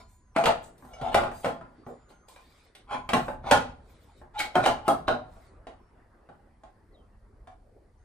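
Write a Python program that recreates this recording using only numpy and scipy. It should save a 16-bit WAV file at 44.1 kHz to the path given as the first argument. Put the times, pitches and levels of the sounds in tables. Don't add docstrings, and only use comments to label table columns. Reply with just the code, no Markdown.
import sys
import numpy as np
from scipy import signal
from scipy.fft import rfft, irfft, next_fast_len
from scipy.io import wavfile
from scipy.ndimage import uniform_filter1d, map_coordinates

SR = 44100
rng = np.random.default_rng(int(sys.argv[2]) if len(sys.argv) > 2 else 0)


def bounce(signal):
    frames = np.transpose(np.atleast_2d(signal))
    limited = np.clip(frames, -1, 1)
    pcm = np.round(limited * 32767).astype(np.int16)
    wavfile.write(sys.argv[1], SR, pcm)


def invert_db(x):
    u = np.asarray(x, float) / 20
    return 10 ** u


N = 354563

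# pitch_hz, level_db, t60_s
CASE_MODES = [(474, -11, .35), (540, -8, 0.21), (606, -9.5, 0.25), (673, -0.5, 0.37), (745, -0.5, 0.45),
              (810, -3, .4), (857.6, -6.5, 0.68), (906.3, -4, 0.12), (1008, -8, 0.42), (1053, -4, 0.37),
              (1168, -11, 0.11), (1310, -7, 0.34), (1414, -3.5, 0.58), (1746, -15.5, .3)]
# pitch_hz, level_db, t60_s
SPANNER_MODES = [(2350, -9, .15), (2950, -9, .18), (3300, -6, .13), (3850, -11, .18), (4300, -13, .2),
                 (4700, -14, .2), (5900, -17, .2), (6550, -15, .22), (7450, -19, .2), (7950, -16, .18),
                 (8550, -15, .18), (9300, -16, .16), (10400, -21, .16)]
# pitch_hz, level_db, t60_s
PIPE_MODES = [(59, -18, 0.12), (139, 9, 0.042), (248, -1, 0.22), (271.4, -5.5, 0.27), (364.9, -0.5, 0.15)]
# freq_hz, density_db_per_hz
PANEL_CRACK = [(120, -45.5), (220, -6.5), (400, -3), (600, 4.5), (850, -8.5), (1200, -1.5), (1700, -8.5),
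               (2500, -25.5), (4000, -40), (6600, -120)]
# freq_hz, density_db_per_hz
CLANG_SPECTRUM = [(1000, -24.5), (1500, -7.5), (2300, -10.5), (3700, -12), (6600, -20), (8500, -14.5),
                  (10400, -17), (11300, -37), (12600, -16.5), (14000, -19.5), (15500, -36)]
# start_s, peak_db, spanner_db re peak, thud_db re peak, case_hz loudest
BLOWS = [(0.362, -8.5, -20.5, -30.5, 658), (0.384, -16.5, -18.5, -40.5, 710),
         (0.438, -14, -12.5, -22, 677), (0.456, -11, -8.5, -23, 520), (0.466, -9.5, -21.5, -19.5, 932),
         (0.487, -16, -29.5, -28.5, 662), (0.502, -25, -32, -27.5, 710),
         (1.013, -27, -16.5, -4.5, 700), (1.144, -5, -15, -23.5, 657), (1.176, -16.5, -23.5, -26, 789),
         (1.234, -17.5, -21.5, -19.5, 745), (1.445, -14.5, -18, -24, 886),
         (1.458, -13.5, -23, -16.5, 640), (1.865, -30, -32, -11, 480), (2.944, -24, -24.5, -12, 880),
         (3.09, -17, -12.5, -23.5, 790), (3.133, -8.5, -12, -13, 901), (3.282, -20, -25.5, -24.5, 660),
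         (3.511, -3.5, -10.5, -22.5, 712), (3.52, -5, -18, -21.5, 885), (4.554, -9, -20.5, -20, 743),
         (4.638, -18.5, -14.5, -35, 814), (4.66, -7, -14.5, -27, 808), (4.88, -6, -30.5, -21.5, 685),
         (5.08, -8.5, -30.5, -17, 633)]
# start_s, peak_db, spanner_db re peak, case_hz loudest
MORE_BLOWS = [(0.001, -42, -23.5, 1120), (0.935, -41, -15.5, 660), (1.214, -18.5, -21.5, 760),
              (1.268, -27.5, -21.5, 750), (1.314, -28, -20.5, 830), (1.611, -32.5, -29, 1090),
              (2.103, -44.5, -17, 850), (2.36, -41, -10.5, 967), (2.908, -29, -20, 770),
              (2.936, -32.5, -16.5, 860), (4.654, -19, -11, 828), (4.576, -19.5, -24, 720),
              (3.305, -35, -30.5, 680), (3.44, -31.5, -35.5, 860), (3.461, -28, -27, 715),
              (3.471, -31, -20.5, 816), (4.447, -33, -17, 920), (5.11, -24, -26, 760),
              (5.124, -29, -21.5, 715), (4.562, -11, -25.5, 800), (4.605, -23, -24, 910),
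              (4.668, -16.5, -19.5, 900), (4.674, -17.5, -21, 750), (3.163, -17, -20, 885),
              (3.175, -21.5, -22, 740), (3.569, -19, -26, 900), (.394, -25, -25, 698),
              (4.906, -29, -27, 800), (5.364, -44.5, -23, 614)]
# start_s, peak_db, spanner_db re peak, spanner_hz loudest
JAW_TICKS = [(0.639, -53.5, 3, 8000), (0.779, -63, 5, 13000), (0.824, -38.5, -34, 8100),
             (0.849, -40.5, -19, 8940), (2.284, -46, -4.5, 8100), (2.75, -44.5, -0.5, 3630),
             (4.215, -37.5, -31.5, 2390), (4.391, -32.5, 5, 4730), (4.401, -20.5, -4, 2060),
             (4.879, -28, -1, 8970), (5.669, -31, -15.5, 1497), (6.289, -36.5, -24.5, 1935),
             (6.635, -39, -16.5, 1690), (7.472, -37.5, -15, 1680)]
# start_s, length_s, first_db, last_db, spanner_db re case
JAW_RUBS = [(0.812, 0.21, -66.5, -46.5, -11.5), (1.006, 0.098, -31, -38.5, -16.5),
            (1.1, 0.053, -47, -32, -9), (1.424, 0.019, -56, -33, -9), (2.864, 0.083, -54, -31, -12.5),
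            (3.416, 0.088, -48, -31, -12.5), (4.331, 0.035, -52, -41.5, -9.5),
            (4.367, 0.038, -43.5, -30.5, 9), (0.338, 0.031, -64.5, -27.5, -9),
            (4.534, 0.02, -59.5, -28, -13), (4.619, 0.029, -35.5, -28, -8), (4.834, 0.039, -51, -33.5, -8),
            (5.069, 0.014, -48, -23, 1)]
# start_s, level_db, pitch_hz, t60_s
SPANNER_TONES = [(0, -68, 1000, 2.5), (0, -62, 5080, .2), (.04, -67, 4250, .3), (2.135, -61, 1420, .25),
                 (2.295, -55, 1030, .12), (2.365, -54, 1030, .16), (2.42, -58, 1030, .14),
                 (1.34, -61, 4740, .9), (.41, -52, 6600, .2), (.933, -55, 6300, .2), (.933, -57, 5200, .2),
                 (.933, -52, 2900, .2), (2.915, -60, 6600, .4), (3.282, -62, 8700, .12),
                 (3.512, -40, 6550, .3), (4.42, -36, 2230, .2), (4.398, -32, 1600, .08),
                 (4.895, -36, 3300, .15), (.362, -33, 2450, .08), (.454, -32, 2500, .07),
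                 (.462, -36, 4700, .06), (.476, -32, 2850, .2), (1.012, -52, 3300, .2),
                 (1.447, -58, 4750, .3), (1.5, -56, 3280, .25), (1.447, -47, 3300, .25),
                 (1.78, -76, 4620, .6), (2.87, -60, 1020, .2), (2.936, -40, 2350, .15),
                 (2.942, -35, 1015, .4), (3.09, -29, 3200, .04), (3.133, -23, 3250, .04),
                 (4.554, -22, 3150, .035), (4.655, -23, 3050, .05), (5.08, -30, 3150, .05),
                 (4.636, -36, 2330, .3), (3.135, -30, 2350, .15), (1.065, -53, 2280, .2),
                 (.935, -52, 2250, .25)]
# start_s, level_db, pitch_hz, free_s
PANEL_TONES = [(.378, -19, 673, 0.045), (.38, -23.5, 824.5, 0.02), (.37, -27.5, 1413, 0.0088),
               (.452, -23, 469.6, .03), (.462, -23, 911, 0.044), (.478, -18, 673, 0.032),
               (.535, -28.5, 673, 0.025), (1.03, -34.5, 680, .075), (1.03, -38, 909, 0.059),
               (1.146, -21.5, 680, 0.029), (1.146, -21.5, 811, 0.042), (1.168, -30, 1424, 0.027),
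               (1.146, -24.5, 548, 0.039), (1.235, -30.5, 830, 0.053), (1.448, -36, 673, 0.18),
               (1.448, -33.5, 540, .05), (2.945, -38, 248, 0.046), (3.136, -28, 673, 0.027),
               (3.136, -25.5, 837.3, 0.063), (3.136, -26, 1067, 0.047), (3.138, -27.5, 243.5, 0.037),
               (3.514, -21.5, 743.3, 0.031), (3.46, -33.5, 810, 0.029), (3.514, -20.5, 911, 0.057),
               (3.516, -27, 605.4, 0.044), (3.522, -23, 1443, .068), (3.518, -29, 1723, 0.065),
               (4.358, -29.5, 840.4, .135), (4.395, -23, 2224, 0.019), (4.556, -23.5, 736, 0.051),
               (4.556, -26.5, 911.3, 0.041), (4.556, -27.5, 360.8, 0.046), (4.556, -25.5, 1443, 0.056),
               (4.662, -20, 751.4, 0.033), (4.68, -24.5, 682, 0.041), (4.883, -17.5, 805, 0.034),
               (4.885, -22.5, 673, 0.049), (4.882, -26.5, 540, 0.037), (5.082, -24.5, 751.6, 0.029),
               (5.082, -23.5, 609.3, 0.036), (5.084, -30, 1464, 0.057), (5.082, -26.5, 477.6, .04),
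               (5.138, -37, 800, 0.0099), (5.15, -36, 599, .06)]
# start_s, length_s, rub_db, hiss_db
SLEEVE_STROKES = [(-.1, 0.11, -61, -70), (.07, 0.066, -75, -69), (0.616, 0.044, -75, -61.5),
                  (.72, 0.24, -75, -71.5), (1.29, 0.18, -61.5, -57), (1.45, 0.3, -89, -85),
                  (1.62, 0.4, -76, -93), (1.85, 0.055, -78, -73), (2.08, 0.038, -67, -72),
                  (2.27, 0.051, -60.5, -62.5), (2.25, 0.41, -64.5, -73.5), (3.17, 0.13, -81, -65),
                  (3.7, 0.49, -69, -74.5), (5.22, 0.27, -69, -73)]
# freq_hz, density_db_per_hz
CLOTH_SPECTRUM = [(1000, -0.5), (1800, -4), (2300, 0), (2800, -9.5), (3700, -2), (4700, -5), (6200, -16),
                  (8000, -54)]
# freq_hz, density_db_per_hz
FIBRE_SPECTRUM = [(3650, -52.5), (6200, -8.5), (8270, -4.5), (10600, -8.5), (11700, -44), (12400, -11),
                  (13500, -2), (15200, -18)]
# start_s, length_s, level_db
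PALM_STROKES = [
    (1.87, 0.037, -44.5),
    (6.86, 0.18, -65),
    (7.26, 0.13, -63),
    (7.55, 0.18, -62.5),
    (7.97, 0.11, -68),
    (7.755, 0.03, -57),
]
# freq_hz, density_db_per_hz
PALM_SPECTRUM = [(150, -22), (300, 0.5), (500, 1.5), (780, -7), (1000, -23), (1600, -120)]
# time_s, pitch_hz
BIRD_WHISTLES = [
    [(0, 6930), (.13, 6920), (.23, 6750), (.28, 6500), (.35, 5650)],
    [(1.85, 5900), (1.9, 6800), (2.02, 7200), (2.1, 6600), (2.2, 6260), (2.28, 6600)],
]
# start_s, length_s, first_hz, last_hz, level_db
BIRD_GLIDES = [
    (5.793, 0.11, 5350, 5490, -91),
    (6.74, .03, 4650, 4410, -89),
    (6.923, 0.017, 4470, 4280, -83),
    (6.943, 0.02, 3960, 3680, -69.5),
    (6.966, 0.059, 3360, 3040, -80.5),
    (7.975, 0.063, 5800, 6600, -87),
]
# time_s, level_db
RUMBLE_LEVEL = [(0, -53.5), (.58, -66.5), (.8, -63), (1.17, -42.5), (1.38, -57.5), (2.75, -66.5),
                (3.15, -49.5), (3.4, -46.5), (3.6, -44.5), (4.01, -58.5), (4.66, -53.5), (5.3, -54.5),
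                (6.34, -62), (7.37, -55.5), (7.79, -60.5), (8.04, -58.5)]
# freq_hz, density_db_per_hz
RUMBLE_SPECTRUM = [(12, -29), (20, -1.5), (43, 3), (86, -2), (113, -6), (161, -21.5), (220, -12.5),
                   (290, -40), (480, -120)]
# time_s, level_db
TRAFFIC_LEVEL = [(0, -82), (.3, -67.5), (.75, -61.5), (1.75, -60.5), (2.2, -66), (2.65, -65.5), (3.9, -64),
                 (4.15, -63.5), (5.45, -59), (5.9, -62), (6.2, -63), (6.55, -64.5), (7, -65), (7.4, -66),
                 (7.7, -69), (8.04, -69)]
# freq_hz, density_db_per_hz
TRAFFIC_SPECTRUM = [(71, -41.5), (120, -10.5), (226, -6.5), (404, -6.5), (521, -9), (731, -12),
                    (1150, -13.5), (1990, -21), (2320, -29), (3500, -39), (4550, -65.5), (7700, -120)]
# freq_hz, density_db_per_hz
HISS_SPECTRUM = [(900, -34.5), (1500, -10.5), (2300, -17), (3000, -25), (4500, -16.5), (6500, -23.5),
                 (10500, -19), (13500, -23.5), (15500, -52.5)]
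# freq_hz, t60_s
WALL_T60 = [(100, 0.93), (260, 0.3), (700, 0.41), (1840, 0.35), (4850, 0.34), (12800, 0.25)]
# freq_hz, likeness_0_to_1
WALL_LIKENESS = [(60, 1), (180, 0.93), (550, 0.29), (1650, 0.11), (4970, 0.17), (15000, 0.8)]
# freq_hz, likeness_0_to_1
AIR_LIKENESS = [(60, .98), (240, .92), (950, .5), (3800, .4), (15000, .5)]
# freq_hz, phase_rad
PORT_PHASE = [(100, 0.15), (500, 0.2), (2000, 1.0), (4000, 1.5), (8000, 1.35), (13000, 1.2)]


def unit(x):
    return x / np.sqrt(np.mean(x ** 2) + 1e-20)


def along(points, hz):
    f, v = np.transpose(points)
    return np.interp(np.log(hz + 1), np.log(f + 1), v)


def curves(rows):
    s, *cols = np.transpose(rows)
    return [np.interp(np.arange(N) / SR, s, c) for c in cols]


def wobble(knots_per_s):
    knots = rng.standard_normal(int(N * knots_per_s / SR) + 4)
    return map_coordinates(knots, [np.arange(N) * knots_per_s / SR])


def wander(t, knots_per_s, knots):
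    return map_coordinates(rng.standard_normal((2, knots)), [[[0], [1]] + 0 * t, [knots_per_s * t] * 2],
                           mode="mirror")


def filtered(x, response):
    m = next_fast_len(N + 8192)
    return irfft(rfft(x, m) * response(np.fft.rfftfreq(m, 1 / SR)), m)[..., :N]


def paired(z, hz, likeness):
    turn = np.arccos(np.clip(along(likeness, hz), -1, 1))[:, None] / 2
    mid = np.cos(turn) * z[..., 0, :, :]
    side = np.sin(turn) * z[..., 1, :, :]
    return np.stack([mid + side, mid - side], axis=-3)


def rush(spectrum, patchy_db):
    hz, _, z = signal.stft(rng.standard_normal((2, N)), SR, nperseg=1024)
    field = uniform_filter1d(rng.standard_normal(z.shape[1:]), size=8, axis=0)
    field = uniform_filter1d(field, size=5, axis=1)
    z = paired(z, hz, AIR_LIKENESS) * invert_db(patchy_db * unit(field))
    patchy = signal.istft(z, SR, nperseg=1024)[1][:, :N]
    return unit(filtered(patchy, lambda f: invert_db(along(spectrum, f))))


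def tails(count):
    hz, t, z = signal.stft(rng.standard_normal((count, 2, SR // 2)), SR, nperseg=256)
    z = paired(z, hz, WALL_LIKENESS) * invert_db(-60 * t / along(WALL_T60, hz)[:, None])
    tail = signal.istft(z, SR, nperseg=256)[1]
    tail_s = np.arange(tail.shape[-1]) / SR
    tail *= 1 - np.exp(-tail_s / 0.00063)
    tail *= invert_db(3.2 * (tail_s < 0.07))
    return tail / np.sqrt(np.sum(tail ** 2, axis=(1, 2), keepdims=True) / 2)


def street():
    rumble = invert_db(curves(RUMBLE_LEVEL)[0] + 0.38 * wobble(2.4)) * rush(RUMBLE_SPECTRUM, patchy_db=0.9)
    traffic = invert_db(curves(TRAFFIC_LEVEL)[0] + 0.48 * wobble(2.7)) * rush(TRAFFIC_SPECTRUM, patchy_db=3.5)
    hiss = invert_db(-81.5) * rush(HISS_SPECTRUM, patchy_db=0.8)
    return rumble + traffic + hiss


def strokes(rows):
    swell_share, fade_s = 0.39, 0.14
    t = np.arange(N) / SR
    s, length, *dbs = np.transpose(rows)[:, :, None]
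    swell = (t - s) / (swell_share * length)
    fade = 1 + (s + length - t) / fade_s
    shape = np.clip(np.minimum(swell, fade), 0, 1) ** 2
    return [np.sum(invert_db(db) * shape, axis=0) for db in dbs]


def sleeve():
    rub, hiss = strokes(SLEEVE_STROKES)
    palm, = strokes(PALM_STROKES)
    rustle = rub * rush(CLOTH_SPECTRUM, patchy_db=3.5)
    rustle = rustle + hiss * rush(FIBRE_SPECTRUM, patchy_db=2.5)
    rustle = rustle + palm * rush(PALM_SPECTRUM, patchy_db=-5.0)
    return invert_db(1.5 * wobble(30)) * rustle


def singing():
    out, t = np.zeros(N + SR), np.arange(SR) / SR
    for s, db, hz, t60_s in SPANNER_TONES:
        grip = wander(t, knots_per_s=55, knots=44)
        tone = np.sin(2 * np.pi * hz * t + 1.6 * grip[0])
        envelope = invert_db(db - 60 * t / t60_s + 1.8 * grip[1]) * (1 - np.exp(-t / 0.0015))
        out[round(s * SR):][:SR] += envelope * tone
    return out[:N]


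def sounding(rows, fade_s):
    t = np.arange(N) / SR
    return np.clip(np.minimum(t - rows[0][0], rows[-1][0] - t) / fade_s + 0.5, 0, 1)


def bird_note(rows, flutter):
    hz, db = curves(rows)
    phase = 2 * np.pi * np.cumsum(hz * flutter) / SR
    return invert_db(db + 3.0) * sounding(rows, fade_s=0.01) * np.sin(phase)


def birds():
    out = np.zeros(N)
    for rows, db, change_db in zip(BIRD_WHISTLES, [-72, -79], [-10.5, 0]):
        first_s, last_s = rows[0][0], rows[-1][0]
        whistle = [(s, hz, db + change_db * (s - first_s) / (last_s - first_s)) for s, hz in rows]
        out += bird_note(whistle, flutter=1)
    flutter = 1 + 0.015 * wobble(450)
    for s, length_s, first_hz, last_hz, db in BIRD_GLIDES:
        out += bird_note([(s, first_hz, db), (s + length_s, last_hz, db)], flutter)
    return invert_db(1.8 * wobble(31)) * out


def ring(modes, t, loudest_hz, focus_db, damping, scatter_db, detune, spot_db=0):
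    hz, db, t60_s = np.transpose(modes + [(loudest_hz, spot_db, 0.2)])[:, :, None]
    hz = hz * (1 + detune * rng.standard_normal(hz.shape))
    db = db + scatter_db * rng.standard_normal(db.shape)
    db = db - focus_db * np.abs(np.log2(hz / loudest_hz))
    tones = np.sin(2 * np.pi * (hz * t + rng.random(hz.shape)))
    x = np.sum(invert_db(db - 60 * t / (damping * t60_s)) * tones, axis=0)
    x *= 1 - np.exp(-(t / 0.0011) ** 2)
    return x / np.max(np.abs(x))


def burst(spectrum, t, t60_s, centre_hz, focus_db):
    hz = np.fft.rfftfreq(len(t), 1 / SR) + 1
    colour = invert_db(along(spectrum, hz) - focus_db * np.abs(np.log2(hz / centre_hz)))
    noise = unit(irfft(rfft(rng.standard_normal(len(t))) * colour, len(t)))
    return noise * invert_db(-60 * t / t60_s) * (1 - np.exp(-t / (0.026 * t60_s)))


def contacts():
    jaw_hz, tip_case_hz = 2410, 781
    with_thud = [(*row, jaw_hz) for row in BLOWS]
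    thud_by_rule = [(*row, jaw_hz) for row in MORE_BLOWS]
    thud_by_rule += [(s, db, steel_db, tip_case_hz, steel_hz) for s, db, steel_db, steel_hz in JAW_TICKS]
    return with_thud + [(s, db, steel_db, -27.5 - 0.55 * steel_db, case_hz, steel_hz)
                   for s, db, steel_db, case_hz, steel_hz in thud_by_rule]


def knocks():
    case_grip, steel_grip = 0.24, 0.075
    out, t = np.zeros((2, N + SR)), np.arange(SR // 4) / SR
    touches = contacts()
    for (s, db, steel_db, thud_db, case_hz, steel_hz), tail in zip(touches, tails(len(touches))):
        case = ring(CASE_MODES, t, case_hz, focus_db=13.0, damping=case_grip, scatter_db=4.0,
                    detune=0.004, spot_db=-4.5)
        case = case + invert_db(-2) * burst(PANEL_CRACK, t, t60_s=0.049, centre_hz=case_hz, focus_db=2.5)
        push = burst(PANEL_CRACK, t, t60_s=0.012, centre_hz=case_hz, focus_db=1.5)
        case = case + invert_db(1.0) * push
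        steel = ring(SPANNER_MODES, t, steel_hz, focus_db=4.5, damping=steel_grip, scatter_db=4.0,
                     detune=0.0067, spot_db=-6)
        steel = steel + invert_db(-0.5) * burst(CLANG_SPECTRUM, t, t60_s=0.042, centre_hz=steel_hz, focus_db=5.0)
        first_touch = burst(CLANG_SPECTRUM, t, t60_s=0.0043, centre_hz=4000, focus_db=-5.0)
        steel = steel + invert_db(-4.5) * first_touch
        thud = ring(PIPE_MODES, t, 243, focus_db=0.0, damping=0.9, scatter_db=1.0, detune=0.0035)
        dry = invert_db(db - 8.5) * (case + invert_db(steel_db + 8.0) * steel + invert_db(thud_db + 6.5) * thud)
        wet = invert_db(2.0) * signal.fftconvolve(dry[None], tail, axes=1)
        balance_db = rng.normal(0, 0.4) * np.array([[1], [-1]])
        wet[:, :len(t)] += dry * invert_db(balance_db)
        out[:, round(s * SR):][:, :wet.shape[1]] += wet
    return out[:, :N]


def rubs():
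    out, t = np.zeros((2, N + 2 * SR)), np.arange(SR // 8) / SR
    slip_on = rng.random(N) < 3500 / SR
    slips = unit(slip_on * rng.standard_normal(N) * invert_db(0.54 * rng.exponential(size=N)))
    slips = slips * invert_db(1.2 * wobble(40))
    for (s, length_s, first_db, last_db, steel_db), tail in zip(JAW_RUBS, tails(len(JAW_RUBS))):
        case = ring(CASE_MODES, t, 800, focus_db=10.5, damping=0.091, scatter_db=-5.0, detune=0.022)
        steel = ring(SPANNER_MODES, t, 2300, focus_db=8.5, damping=0.056, scatter_db=-6.5,
                     detune=0.03, spot_db=-6)
        grit = burst(CLANG_SPECTRUM, t, t60_s=0.019, centre_hz=2600, focus_db=8.0)
        body = case + invert_db(steel_db) * (steel + invert_db(-1.5) * grit)
        start = round(s * SR)
        share = np.arange(SR // 2) / (SR * length_s)
        pressure = invert_db(first_db + (last_db - first_db) * share) * (share < 1) * np.clip(share / 0.51, 0, 1)
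        force = slips[start - SR // 4:][:SR // 2] * pressure
        dry = signal.fftconvolve(force, body / np.linalg.norm(body))
        wet = invert_db(1.5) * signal.fftconvolve(dry[None], tail, axes=1)
        wet[:, :len(dry)] += dry
        out[:, start:][:, :wet.shape[1]] += wet
    return out[:, :N]


def panels():
    free_t60_s, stopped_t60_s = 0.51, 0.049
    out, t = np.zeros(N + SR), np.arange(SR // 4) / SR
    for s, db, hz, free_s in PANEL_TONES:
        flex = wander(t, knots_per_s=60, knots=20)
        fall_db = 60 * (t / free_t60_s + np.maximum(t - free_s, 0) / stopped_t60_s)
        envelope = invert_db(db - fall_db + 1.5 * flex[1]) * (1 - np.exp(-t / 0.0033))
        out[round(s * SR):][:len(t)] += envelope * np.sin(2 * np.pi * hz * t + 0.45 * flex[0])
    return out[:N]


def scene():
    tones = singing() + panels() + birds()
    echo = signal.fftconvolve(tones[None], tails(1)[0], axes=1)[:, :N]
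    work = knocks() + rubs() + tones + invert_db(-11) * echo
    sides = np.array([[1], [-1]])
    work = filtered(work, lambda hz: np.exp(0.5j * along(PORT_PHASE, hz) * sides))
    return work + sleeve() + street()


def starved(x, keep_db):
    edge_hz, gap_hz, top_hz = 10800, 12200, 14600
    hz, _, z = signal.stft(x, SR, nperseg=2048)
    f = hz[:, None]
    power = np.mean(np.abs(z) ** 2, axis=0)
    frames, band = np.arange(z.shape[-1]), np.arange(len(hz)) // 12
    luck = rng.random((band[-1] + 1, len(frames)))[band][:, frames // 2]
    need_db = keep_db + 11 * (f < gap_hz) + 5 * np.maximum(f - top_hz, 0) / 1000
    strong = (uniform_filter1d(power, size=13, axis=0) > invert_db(need_db) ** 2) & (luck < 0.6)
    treble = power[(hz > edge_hz / 2) & (hz < edge_hz)].mean(axis=0)
    calm = treble < 1.7 * np.percentile(treble, 10)
    quiet = calm & (f > 11800) & (f < 12400) & (luck < 0.75)
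    stray = (f > 12700) & (f < 14300) & (luck < 0.08)
    keep = (f < edge_hz + 800 * (luck - 0.6)) | strong | quiet | stray
    return signal.istft(z * keep, SR, nperseg=2048)[1][:, :N]


def low_pass(x):
    return signal.sosfilt(signal.butter(12, 15800, fs=SR, output="sos"), x)


def record(dry):
    mix = starved(dry, keep_db=-97)
    return low_pass(mix)


dry = scene()
out = record(dry)
bounce(out)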